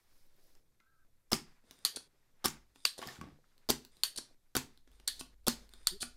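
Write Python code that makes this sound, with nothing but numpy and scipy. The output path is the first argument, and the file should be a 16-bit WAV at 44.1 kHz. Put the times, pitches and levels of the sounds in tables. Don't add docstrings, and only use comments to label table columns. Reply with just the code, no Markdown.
import sys
import numpy as np
from scipy import signal
from scipy.io import wavfile
from scipy.ndimage import uniform_filter1d

SR = 44100
rng = np.random.default_rng(int(sys.argv[2]) if len(sys.argv) > 2 else 0)


def master(y):
    cut = np.clip(np.atleast_2d(y).T, -1, 1)
    pcm = np.round(cut * 32767)
    wavfile.write(sys.argv[1], SR, pcm.astype(np.int16))


def invert_db(x):
    u = np.asarray(x, float) / 20
    return 10 ** u


N = 271656


def evened(x):
    return x / np.sqrt(np.mean(x ** 2) + 1e-20)


def read(points, hz):
    f, value = np.transpose(points)
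    return np.interp(np.log(hz + 1), np.log(f + 1), value)


def add(mix, s, sound):
    part = mix[round(s * SR):][:len(sound)]
    part += sound[:len(part)]


def filtered(x, order, hz, kind):
    return signal.sosfilt(signal.butter(order, hz, kind, fs=SR, output="sos"), x)


def coloured(points, patchy_db=0., bands=()):
    frames, hz = N // 128 + 5, np.fft.rfftfreq(512, 1 / SR)
    a, b, patches = rng.standard_normal((frames, 257, 3)).T
    patches = uniform_filter1d(patches, size=6, axis=0)
    patches = evened(uniform_filter1d(patches, size=14, axis=1))
    shape_db = read(points, hz)[:, None]
    for f, width, db in bands:
        shape_db = shape_db + db / (1 + (2 * (hz[:, None] - f) / width) ** 2)
    z = (a + 1j * b) * invert_db(shape_db + patchy_db * patches)
    return evened(signal.istft(z, nperseg=512, noverlap=384)[1][:N])


def band(lo_hz, hi_hz, lumpy):
    lumps = np.exp(lumpy * evened(uniform_filter1d(rng.standard_normal(N), size=900)))
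    return evened(filtered(lumps * rng.standard_normal(N), 3, [lo_hz, hi_hz], "bandpass"))


def swells(rows):
    t = np.linspace(0, N / SR, N // 64)
    power = sum(invert_db(2 * db) * np.exp(-(2.6 * (t - s) / length) ** 2) for s, length, db in rows)
    return np.interp(np.arange(N) / SR, t, power)


def ring(modes, rise_s, luck, spread):
    t = np.arange(round(SR * max(m[2] for m in modes)) + 8) / SR
    y = np.zeros(len(t))
    for (hz, db, t60), (force, detune, phase) in zip(modes, luck):
        decay = invert_db(db + 8.4 * (force - .5) - 60 * t / t60)
        y += decay * np.sin(2 * np.pi * (hz * (1 + spread * (detune - .5)) * t + phase))
    y = y * (1 - np.exp(-(t / rise_s) ** 2))
    return y / abs(y).max()


def crack(noise, lo_hz, hi_hz, rise_s, t60):
    t = np.arange(len(noise)) / SR
    y = filtered(noise, 2, [lo_hz, hi_hz], "bandpass")
    y = y * invert_db(-60 * t / t60) * (1 - np.exp(-(t / rise_s) ** 2))
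    return y / abs(y).max()


def struck(rows, rise_s, partner_db):
    out = np.zeros(N)
    for s, db, hz, t60 in rows:
        note = [(hz, 0, t60), (hz * 1.17, partner_db, t60)]
        add(out, s, invert_db(db) * ring(note, rise_s, np.full((2, 3), .5), 0))
    return out


# pitch_hz, level_db, t60_s
UPPER_MODES = [(6050, -0.5, 0.0025), (7440, 3.5, 0.01), (8554, -0.5, 0.013), (10770, -1.5, 0.01),
               (12950, -3, 0.018), (13800, -10.5, 0.005)]
SHELL_MODES = [(1106, -4, 0.066), (1450, 7.5, 0.021), (1630, 5, 0.0082), (2810, 1, 0.0016)]
BENCH_MODES = [(86, -16, 0.075), (149, -17, .25), (251, -6, 0.15), (375, -4, 0.026), (314, -1.5, 0.03),
               (652, -5, 0.017)]


def knocks(rows, rise_s, t60, trim_db, crack_db):
    air, wood = np.zeros(N), np.zeros(N)
    lucks, noises = rng.random((len(rows), 4, 6, 3)), rng.standard_normal((len(rows), 3, 900))
    for (s, db, hz, upper_db, shell_db, bench_db), luck, noise in zip(rows, lucks, noises):
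        column = [(hz, 0, t60), (hz * .82, -7, t60 * 0.71), (hz * 1.0, -8, t60 * 0.38)]
        add(air, s, invert_db(db + trim_db[0]) * ring(column, rise_s, luck[0], 0))
        add(air, s, invert_db(db + upper_db + trim_db[1]) * ring(UPPER_MODES, rise_s, luck[1], 0.042))
        add(air, s, invert_db(db + shell_db + trim_db[2]) * ring(SHELL_MODES, rise_s, luck[2], 0.21))
        add(air, s, invert_db(db + crack_db[0]) * crack(noise[0], 2700, 14000, rise_s, t60))
        add(air, s, invert_db(db + upper_db + crack_db[1]) * crack(noise[1], 5500, 21000, rise_s, t60))
        add(air, s, invert_db(db + shell_db + crack_db[2]) * crack(noise[2], 360, 5400, rise_s, 3.5 * t60))
        push = luck[3] * [.6, 1, .08] + [.2, 0, .48]
        add(wood, s, invert_db(db + bench_db + trim_db[3]) * ring(BENCH_MODES, rise_s, push, 0.17))
    return air, wood


def voiced(rows, upper_db, shell_db, bench_db, edge=None, weight=None):
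    table = np.column_stack([rows, np.zeros(len(rows))])
    lift, mass = table[:, edge or -1], table[:, weight or -1]
    shell_share = 0.53
    return np.column_stack([table[:, :3], upper_db + lift, shell_db + shell_share * mass, bench_db + mass])


def slides(rows, lengths_s, colour, chatter, bands=()):
    force = np.zeros(N)
    for (s, db, swell_db), length in zip(rows, lengths_s):
        u = np.linspace(-.5, .5, round(length * SR))
        add(force, s, invert_db(db + swell_db * u) * signal.windows.tukey(len(u), .1))
    slips = np.exp(chatter * evened(uniform_filter1d(rng.standard_normal(N), size=50)))
    return force * evened(slips) * coloured(colour, bands=bands)


def shiver(rows, t60, colour, bands=()):
    force, t = np.zeros(N), np.arange(SR // 3) / SR
    for s, db, *_ in rows:
        add(force, s, invert_db(db - 60 * t / t60) * np.minimum(t / 0.0042, 1))
    return force * coloured(colour, patchy_db=-2.2, bands=bands)


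# pitch_hz, density_db [dB per Hz]
HISS_COLOUR = [(40, -15.5), (100, -1.5), (300, -1.5), (800, -15), (2000, -23), (6000, -14.5), (14000, -12),
               (16000, -27)]


def microphone_hiss():
    return invert_db(-85) * coloured(HISS_COLOUR, patchy_db=1.5)


# start_s, level_db, brightness_db, stand_sway_db
SETTINGS = [(0, -84, 0, -62), (0.601, -89.5, -1, -70), (1.05, -89.5, -1.5, -65), (1.638, -80, -2.5, -79.5),
            (2.078, -85, -0.5, -71), (3.449, -83, 0, -67), (3.911, -80.5, -1, -64.5),
            (4.346, -90, 1, -65.5), (4.873, -80, -1.5, -64), (5.345, -87, -1, -61.5)]


def steps(levels_db):
    starts = [row[0] for row in SETTINGS]
    now = np.searchsorted(starts, np.arange(N) / SR, "right") - 1
    return invert_db(2 * np.asarray(levels_db))[now]


# start_s, level_db, swell_db over the slide
SHOTS = [(1.3159, -38, -8.5), (2.4419, -33.5, -1), (3.689, -33, 16.5), (4.551, -35, -3), (5.4665, -34.5, 6)]
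# middle_s, length_s, level_db
LURCHES = [(1.55, 0.32, -60.5), (2.55, 0.17, -74), (3.34, .3, -66.5), (4.33, 0.079, -60), (5.96, 0.15, -52)]
# pitch_hz, level_db
MOTOR = [(24.2, -71), (48.4, -66), (71, -77)]
MOTOR_START_S = 4.86
NOD_HZ, NOD_DB, NOD_T60_S = 42.6, -57, 0.64


def stand():
    t, nods = np.arange(N) / SR, np.zeros(N)
    for s, *_ in SHOTS:
        add(nods, s, invert_db(NOD_DB - 60 * t[:SR] / NOD_T60_S) * np.minimum(t[:SR] / 0.033, 1))
    sway = np.sqrt(steps([row[3] for row in SETTINGS]) + swells(LURCHES))
    hum = sum(invert_db(db) * np.sqrt(2) * np.sin(2 * np.pi * hz * t) for hz, db in MOTOR)
    hum = hum * np.clip((t - MOTOR_START_S) / 0.044, 0, 1)
    narrow = band(NOD_HZ * 1.1, NOD_HZ * 1.3, 0)
    return sway * band(6, 15, 0) + invert_db(-83) * band(15, 140, .3) + (nods + invert_db(-90)) * narrow + hum


# start_s, peak_db, pitch_hz
SPITS = [(0.0094, -75, 11300), (0.2663, -62, 11900), (0.3646, -61, 12300), (0.4409, -61, 13200),
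         (0.4703, -60, 12300), (0.5501, -65, 9470), (0.5716, -63, 12300)]
# pitch_hz, density_db [dB per Hz]
SIZZLE_COLOUR = [(900, -14), (2600, -13), (5000, 0), (7600, -8), (11500, -4), (15500, -8)]
# middle_s, length_s, level_db
SIZZLE = [
    (.02, .08, -80),
    (.18, .2, -75),
    (.46, .22, -75),
]


def flux():
    spits = [(s, db, hz, .004) for s, db, hz in SPITS]
    return np.sqrt(swells(SIZZLE)) * coloured(SIZZLE_COLOUR) + struck(spits, .0003, partner_db=-2.5)


# pitch_hz, density_db [dB per Hz]
RUSTLE_COLOUR = [(1650, -45), (2800, -14), (3590, -3.5), (7070, -9.5), (8930, -13.5), (12000, -16.5),
                 (15200, -22), (16000, -28)]
# middle_s, length_s, level_db, brightness_db, skin_rub_db
MOVES = [(.17, 0.27, -85, -4, -2), (.47, 0.3, -82, -4, -5), (1.482, 0.25, -81.5, 2, 8.5),
         (1.732, .1, -76.5, 2, 0.5), (1.93, 0.18, -74, 0, 4), (2.513, 0.15, -74, -0.5, 10),
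         (3.083, 0.16, -63.5, 8, 3), (3.198, 0.3, -74, -2, -0.5), (3.823, 0.085, -75, 3, -3),
         (4.168, .2, -74, 0, -3.5), (4.68, .2, -81, 2.4, 4), (5.17, 0.074, -67.5, 6.5, -8.5),
         (5.26, 0.1, -84, -1.5, -2), (5.61, 0.13, -69.5, .3, -4.5), (5.803, 0.2, -82, -4.5, 9),
         (6.114, 0.6, -79, 1, -7)]


def hands():
    layers = [band(90, 600, .3), band(700, 2500, .25), coloured(RUSTLE_COLOUR, patchy_db=1.5)]
    _, rest_db, rest_bright, _ = np.transpose(SETTINGS)
    s, length, db, bright, skin = np.transpose(MOVES)
    rests = [rest_db - rest_bright, rest_db + 0.5, rest_db + rest_bright]
    moves = [db - bright, db + skin, db + bright]
    out = np.zeros(N)
    for rest, move, layer in zip(rests, moves, layers):
        out += np.sqrt(steps(rest) + swells(zip(s, length, move))) * layer
    return out


# time_s, level_db, lower_line_hz, upper_line_hz, upper_over_lower_db
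DRAG = [(0.799, -70, 1450, 1680, 4), (.815, -81, 1340, 1540, -6), (.85, -83, 1320, 1520, -5),
        (.885, -82, 1340, 1600, 5), (.93, -80, 1340, 1590, -1), (.97, -83, 1300, 1540, 0),
        (1.02, -81, 1300, 1590, 9), (1.049, -81, 1280, 1560, 9)]


def squeak():
    s, db, *lines_hz, tilt_db = np.transpose(DRAG)
    t = np.arange(s[0], s[-1], 1 / SR)
    r, out = np.exp(-np.pi * 70 / SR), np.zeros(N)
    for hz, side in zip(lines_hz, (-.5, .5)):
        turn = np.exp(2j * np.pi * np.cumsum(np.interp(t, s, hz)) / SR)
        noise = rng.standard_normal(len(t)) / turn
        narrow = signal.lfilter([1], np.convolve([1, -r], [1, -r]), noise)
        add(out, s[0], invert_db(np.interp(t, s, db + side * tilt_db)) * evened((narrow * turn).real))
    return out


# start_s, length_s, slips_hz, level_db
JUDDER = (5.908, .07, 192, -53)


def judder():
    s, length, hz, db = JUDDER
    u, out = np.linspace(0, 1, round(length * SR)), np.zeros(N)
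    turns = 2 * np.pi * np.cumsum(hz * (1 - .07 * np.sin(2 * np.pi * u))) / SR
    db = db + 2.5 * evened(uniform_filter1d(rng.standard_normal(len(u)), size=300))
    slips = invert_db(-12 * u) * np.sin(turns) + np.sin(2 * turns)
    add(out, s, invert_db(db) * np.sqrt(np.sin(np.pi * u) + 1e-9) * slips)
    return out


# start_s, peak_db, hardness_db per octave
BUMPS = [(1.64, -59, 2), (1.95, -60, 9), (3.065, -40, -8), (3.185, -40.5, -13), (3.224, -45, -8),
         (3.269, -44.5, -3), (3.318, -48.5, -11), (4.308, -58.5, 10.5)]


def bumps():
    wood = np.zeros(N)
    for (s, db, hard_db), luck in zip(BUMPS, rng.random((len(BUMPS), 6, 3))):
        modes = [(hz, d + hard_db * np.log2(hz / 300), t60) for hz, d, t60 in BENCH_MODES]
        add(wood, s, invert_db(db - 4.0) * ring(modes, 0.0017, luck, 0.33))
    return wood


# middle_s, length_s, level_db
SCRAPES = [
    (2.995, 0.025, -54),
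    (3.035, 0.018, -45.5),
    (3.095, 0.048, -52.5),
    (3.24, .12, -63),
]


def scrape():
    start_s, end_s, catches_per_s = 2.9, 3.5, 780
    count = round((end_s - start_s) * SR)
    size = invert_db(4.1 * np.minimum(rng.exponential(1, count), 4))
    size = size * (rng.random(count) < catches_per_s / SR)
    kind, out = rng.integers(0, 8, count), np.zeros(N)
    board = [(410, 2.0, 0.028), (820, 4.5, 0.017), (1210, 7.0, 0.017),
             (1860, 5.0, 0.013), (3060, 5.5, 0.0088), (4600, 2, 0.0059)]
    catches = np.zeros(count)
    for k, luck in enumerate(rng.random((8, 6, 3))):
        catches += signal.oaconvolve(size * (kind == k), ring(board, 0.00024, luck, 0.36))[:count]
    add(out, start_s, evened(catches))
    return np.sqrt(swells(SCRAPES)) * out


# start_s, peak_db, pitch_hz, t60_s
RAPS = [(.7995, -65, 2080, .03), (1.3232, -28, 5400, .025), (1.3425, -32, 4800, .012),
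        (2.8505, -30, 4500, .006), (2.9805, -47, 550, .015), (2.9915, -38, 450, .012),
        (3.0262, -38, 900, .018), (3.033, -40, 2000, .015), (3.036, -43, 3200, .02),
        (3.056, -44, 400, .015), (3.075, -44, 750, .04), (3.0855, -40, 1800, .025),
        (3.166, -49, 1500, .015), (3.2125, -39, 1150, .025), (3.2135, -37, 200, .04),
        (3.2255, -42, 220, .03), (3.239, -43, 200, .03), (3.254, -46, 200, .03), (3.388, -60, 500, .015),
        (3.442, -60, 1400, .012), (3.6935, -28, 5000, .012), (3.6965, -26, 6050, .02),
        (3.7155, -32, 4900, .025), (5.0752, -30, 4400, .005), (5.865, -50, 3700, .008),
        (5.8775, -30, 4500, .012), (6.008, -41, 3600, .008), (6.022, -36, 4400, .015)]


def raps():
    return struck(RAPS, .0005, partner_db=-7)


# start_s, peak_db, pitch_hz
TICKS = [(0.552, -58, 5330), (1.3033, -64, 5300), (1.71, -41, 3800), (1.7893, -57.5, 3630),
         (3.0729, -36, 4930), (3.5796, -59, 4200), (3.8495, -45.5, 4310), (3.9687, -52.5, 4060),
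         (4.1605, -44.5, 4000), (4.775, -54.5, 4070), (4.9162, -59, 3370), (5.1936, -47, 4740),
         (5.6917, -52.5, 4130), (5.7366, -44.5, 3760), (5.4435, -69.5, 4600)]
# start_s, peak_db,
# pitch_hz, weight_db
FUMBLING = [(0.802, -68, 5570, -6), (1.9707, -49, 4870, 0), (2.7586, -57, 3420, -4.5),
            (2.9913, -50, 3430, -12), (3.017, -43, 4050, -4.5), (3.0261, -43, 3040, -13),
            (3.0872, -46, 3100, -17), (3.1575, -52, 3230, -17), (3.2126, -49.5, 3930, 2),
            (4.1865, -47, 4160, -1.5), (4.3453, -81.5, 4270, 6.5), (4.8754, -70.5, 4950, 7.5),
            (4.9987, -57.5, 2930, -8), (5.2103, -41, 4670, -3), (6.0245, -48, 4300, -32),
            (6.029, -35.5, 4350, -5.5)]


def fumbles():
    light = voiced(TICKS, upper_db=-11.5, shell_db=-11, bench_db=-16.5)
    heavy = voiced(FUMBLING, upper_db=-19.5, shell_db=7.0, bench_db=1, weight=3)
    air, wood = knocks(np.vstack([light, heavy]), 0.00032, .005,
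                       trim_db=[-1, -7.0, -7, 6.0], crack_db=[1.5, 2.5, 1.5])
    return air, filtered(wood, 2, 170, "highpass")


# start_s, level_db, swell_db; then length_s of each
PRESSES = [(1.645, -76.5, 6.5), (2.745, -71, 7.5), (3.912, -75, -1.5), (4.92, -82.5, -12.5), (5.7, -73, 2)]
PRESS_S = [.205, .107, .123, .157, .17]
# pitch_hz, width_hz, lift_db
SQUEEZED_BANDS = [(1400, 300, 6), (3610, 300, 15), (4950, 350, 12), (8800, 600, 12)]
# start_s, level_db, swell_db; then length_s of each
RETURNS = [(1.9595, -40.5, -11), (2.979, -47, -6), (4.1598, -45, -4), (4.174, -38, 3), (5.1935, -45.5, -2),
           (6.003, -42, 15)]
RETURN_S = [.014, .014, .008, .014, .02, .027]
# pitch_hz, width_hz, lift_db
SLACK_BANDS = [(4300, 1100, 8), (9100, 900, 9)]
# pitch_hz, density_db [dB per Hz]
ROD_COLOUR = [(300, -11), (1000, -21), (2500, -19), (3300, -6.5), (5600, -6.5), (10700, -6.5), (15700, -32),
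              (16500, -40.5)]


def rod_slides():
    pressed = slides(PRESSES, PRESS_S, ROD_COLOUR, chatter=.3, bands=SQUEEZED_BANDS)
    return pressed + slides(RETURNS, RETURN_S, ROD_COLOUR, chatter=.25, bands=SLACK_BANDS)


# pitch_hz, width_hz, lift_db
COIL_BANDS = [(4500, 600, 13), (6500, 280, 9), (9200, 500, 12), (12100, 500, 8)]


def gripped(rows):
    s, _, hz, width, lift_db = np.transpose(rows)
    frame_s = np.arange(N // 128 + 5) * 128 / SR
    now = np.maximum(np.searchsorted(s - .02, frame_s) - 1, 0)
    (_, _, db), (f, w, second_db), (_, *third), fourth = COIL_BANDS
    return [(hz[now], width[now], db), (f, w, second_db + lift_db[now]), (2 * hz[now], *third), fourth]


# start_s, level_db
FIRED_SHIVER = [(1.332, -34.5), (2.459, -35.5), (3.705, -36), (4.569, -36), (5.483, -33.5)]
# start_s, level_db, lowest_band_hz, its_width_hz, second_band_lift_db
LATCH_SHIVER = [(1.852, -31, 4600, 650, 0), (2.854, -33, 4400, 1300, -8), (4.037, -31.5, 4500, 500, -5),
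                (5.079, -34.5, 4300, 850, -7), (5.873, -34, 4500, 800, -7)]
# pitch_hz, density_db [dB per Hz]
FIRED_COLOUR = [(290, -25.5), (500, -8.5), (562, -36.5), (822, 4.5), (1220, -2.5), (1870, -0.5),
                (2500, -2.5), (7380, -2), (15100, -16), (16500, -26.5)]
LATCH_COLOUR = [(600, -21.5), (1200, -13.5), (1850, 0.5), (2300, -11), (3200, 3.5), (5600, -4.5),
                (11000, -4), (14000, -14.5), (16300, -24.5)]


def coil_spring():
    fired = shiver(FIRED_SHIVER, .17, FIRED_COLOUR)
    return fired + shiver(LATCH_SHIVER, 0.16, LATCH_COLOUR, gripped(LATCH_SHIVER))


# start_s, peak_db, pitch_hz, edge_db, weight_db
LATCHING = [(1.8496, -14.5, 4250, -1.5, -4.5), (1.8575, -26.5, 4600, -2.5, -5.5),
            (1.8633, -29, 4660, -0.5, 0), (2.8518, -12, 4640, -8, -3.5), (2.8523, -20, 2730, -7.5, -7),
            (2.8654, -37, 4600, -18, 5), (4.0345, -14.5, 4384, 0, -3), (4.0407, -27, 4610, -4, -10),
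            (5.077, -22.5, 4460, 7, 4.5), (5.0834, -26.5, 4550, -6.5, -15.5),
            (5.8704, -11.5, 4374, -3, -20), (5.8853, -40.5, 4600, 10, 14)]


def latch_clicks():
    rows = voiced(LATCHING, upper_db=-0.5, shell_db=-14, bench_db=-34, edge=3, weight=4)
    air, wood = knocks(rows, .001, 0.0083, trim_db=[0.0, -3.5, -7.0, -6.5], crack_db=[-2.5, 1.5, -1.5])
    return filtered(air, 2, 10300, "lowpass"), wood


SHOT_S = [.0148, .0155, .0145, .016, .0145]
# pitch_hz, density_db [dB per Hz]
SHOT_COLOUR = [(88, -30), (150, -1), (1210, 5), (2090, -18), (3700, 4.5), (4330, -2.5), (5480, -0.5),
               (6550, -7.5), (14700, -12), (16500, -35.5)]


def piston_travel():
    return slides(SHOTS, SHOT_S, SHOT_COLOUR, chatter=.2)


# start_s, peak_db, pitch_hz, edge_db (upper modes), weight_db (shell, bench)
FIRING = [(1.3188, -31, 5190, 3, -1.5), (1.321, -38, 5360, -19.5, 3), (1.3304, -15.5, 5060, -23.5, -6.5),
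          (1.3353, -35.5, 4800, -4, 8.5), (1.3386, -33, 4630, 1.5, 1.5), (1.3533, -37, 4330, -8, -3.5),
          (2.4465, -27, 4520, -5.5, -8), (2.4483, -32, 5100, -9.5, -6), (2.4515, -30.5, 4800, 1, -4),
          (2.4569, -17.5, 5380, -4, -9), (2.4648, -29.5, 5250, -4, -19.5), (2.482, -30, 5720, -9, -11.5),
          (3.6888, -26, 4850, -17.5, -7), (3.698, -30, 5970, -9.5, -9.5), (3.7026, -16, 4560, -3.5, -8),
          (3.7101, -29, 5220, -0.5, -8.5), (4.5519, -28.5, 3840, -2.5, -1), (4.566, -22.5, 4650, 2.5, -0.5),
          (4.5746, -29.5, 5930, -5, -16), (5.4676, -28.5, 3540, -1, -36), (5.4747, -25, 5600, -13.5, -8),
          (5.4815, -19.5, 4500, 2.5, -8.5), (5.4967, -35, 5100, -1.5, -5)]
# start_s, peak_db, pitch_hz, t60_s
JOLTS = [(1.3222, -23, 750, .004), (1.3298, -21, 330, .012), (2.4445, -30, 1250, .012),
         (2.4568, -28, 300, .012), (2.4572, -25, 1050, .009), (3.69, -30, 500, .008),
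         (3.6948, -28, 600, .007), (3.7025, -22, 330, .012), (4.5658, -29, 330, .012),
         (4.5662, -28, 1450, .012), (4.552, -30, 1500, .012), (5.4735, -26, 500, .007),
         (5.4812, -20, 300, .014), (2.8522, -29, 1200, .02), (1.9705, -43, 430, .018),
         (1.949, -54, 450, .02), (4.1872, -42, 700, .008), (5.8708, -31, 1300, .012),
         (4.0348, -23, 3100, .007), (5.4855, -30, 250, .12), (5.4815, -26, 1100, .015)]


def piston_slams():
    rows = voiced(FIRING, upper_db=1, shell_db=-3.5, bench_db=-2, edge=3, weight=4)
    air, wood = knocks(rows, 0.00091, 0.0076, trim_db=[-0.5, -3.0, -7, -2], crack_db=[-4, 2.5, .5])
    return air + struck(JOLTS, .0004, partner_db=-12), wood


CHANGES = [0, 1.05, 1.64, 2.078, 3.45, 3.911, 4.346, 5.345, 6.16]
# pitch_hz, t60_s
ROOM_DECAY = [(100, 0.39), (300, 0.33), (800, 0.28), (2000, 0.26), (5000, 0.26), (10000, 0.2),
              (15000, 0.21)]


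def room(x, delay_s=.004):
    out = np.zeros(N)
    for start, end in zip(CHANGES, CHANGES[1:]):
        taps = np.zeros(SR // 2)
        at = np.arange(round(delay_s * SR), len(taps) - 16, 16)
        taps[at + rng.integers(0, 16, len(at))] = rng.choice([-1., 1.], len(at))
        hz, t, z = signal.stft(taps, SR, nperseg=256)
        decay = invert_db(-60 * t / read(ROOM_DECAY, hz)[:, None])
        tail = signal.istft(z * decay, SR, nperseg=256)[1]
        part = x[round(start * SR):round(end * SR)]
        add(out, start, signal.fftconvolve(part, tail / np.linalg.norm(tail))[:len(part)])
    return out


def scene():
    background = stand() + flux() + hands() + squeak() + judder()
    fumble, bump = fumbles()
    handling = fumble + raps() + scrape() + rod_slides()
    spring = coil_spring()
    latch, tap = latch_clicks()
    travel = piston_travel()
    fire, thump = piston_slams()
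    bench = thump + tap + bump + bumps()
    wet = invert_db(-18.0) * fire + invert_db(-17) * travel + invert_db(-18.5) * latch
    wet = wet + invert_db(-7.5) * handling + invert_db(-9.5) * spring + invert_db(-12.0) * bench
    return (background + handling + spring + latch + travel + fire + bench + room(wet))[None]


def low_pass(x):
    return signal.sosfilt(signal.butter(12, 17020, fs=SR, output="sos"), x)


def record(dry):
    heard = dry + microphone_hiss()
    edge_hz = 15900
    corners_hz = [0, edge_hz - 400, edge_hz + 200, 16900, 17200, SR / 2]
    edge = signal.firwin2(255, corners_hz, [1, 1, .12, .06, 0, 0], fs=SR)
    return low_pass(signal.oaconvolve(heard, edge[None], "same"))


dry = scene()
out = record(dry)
master(out)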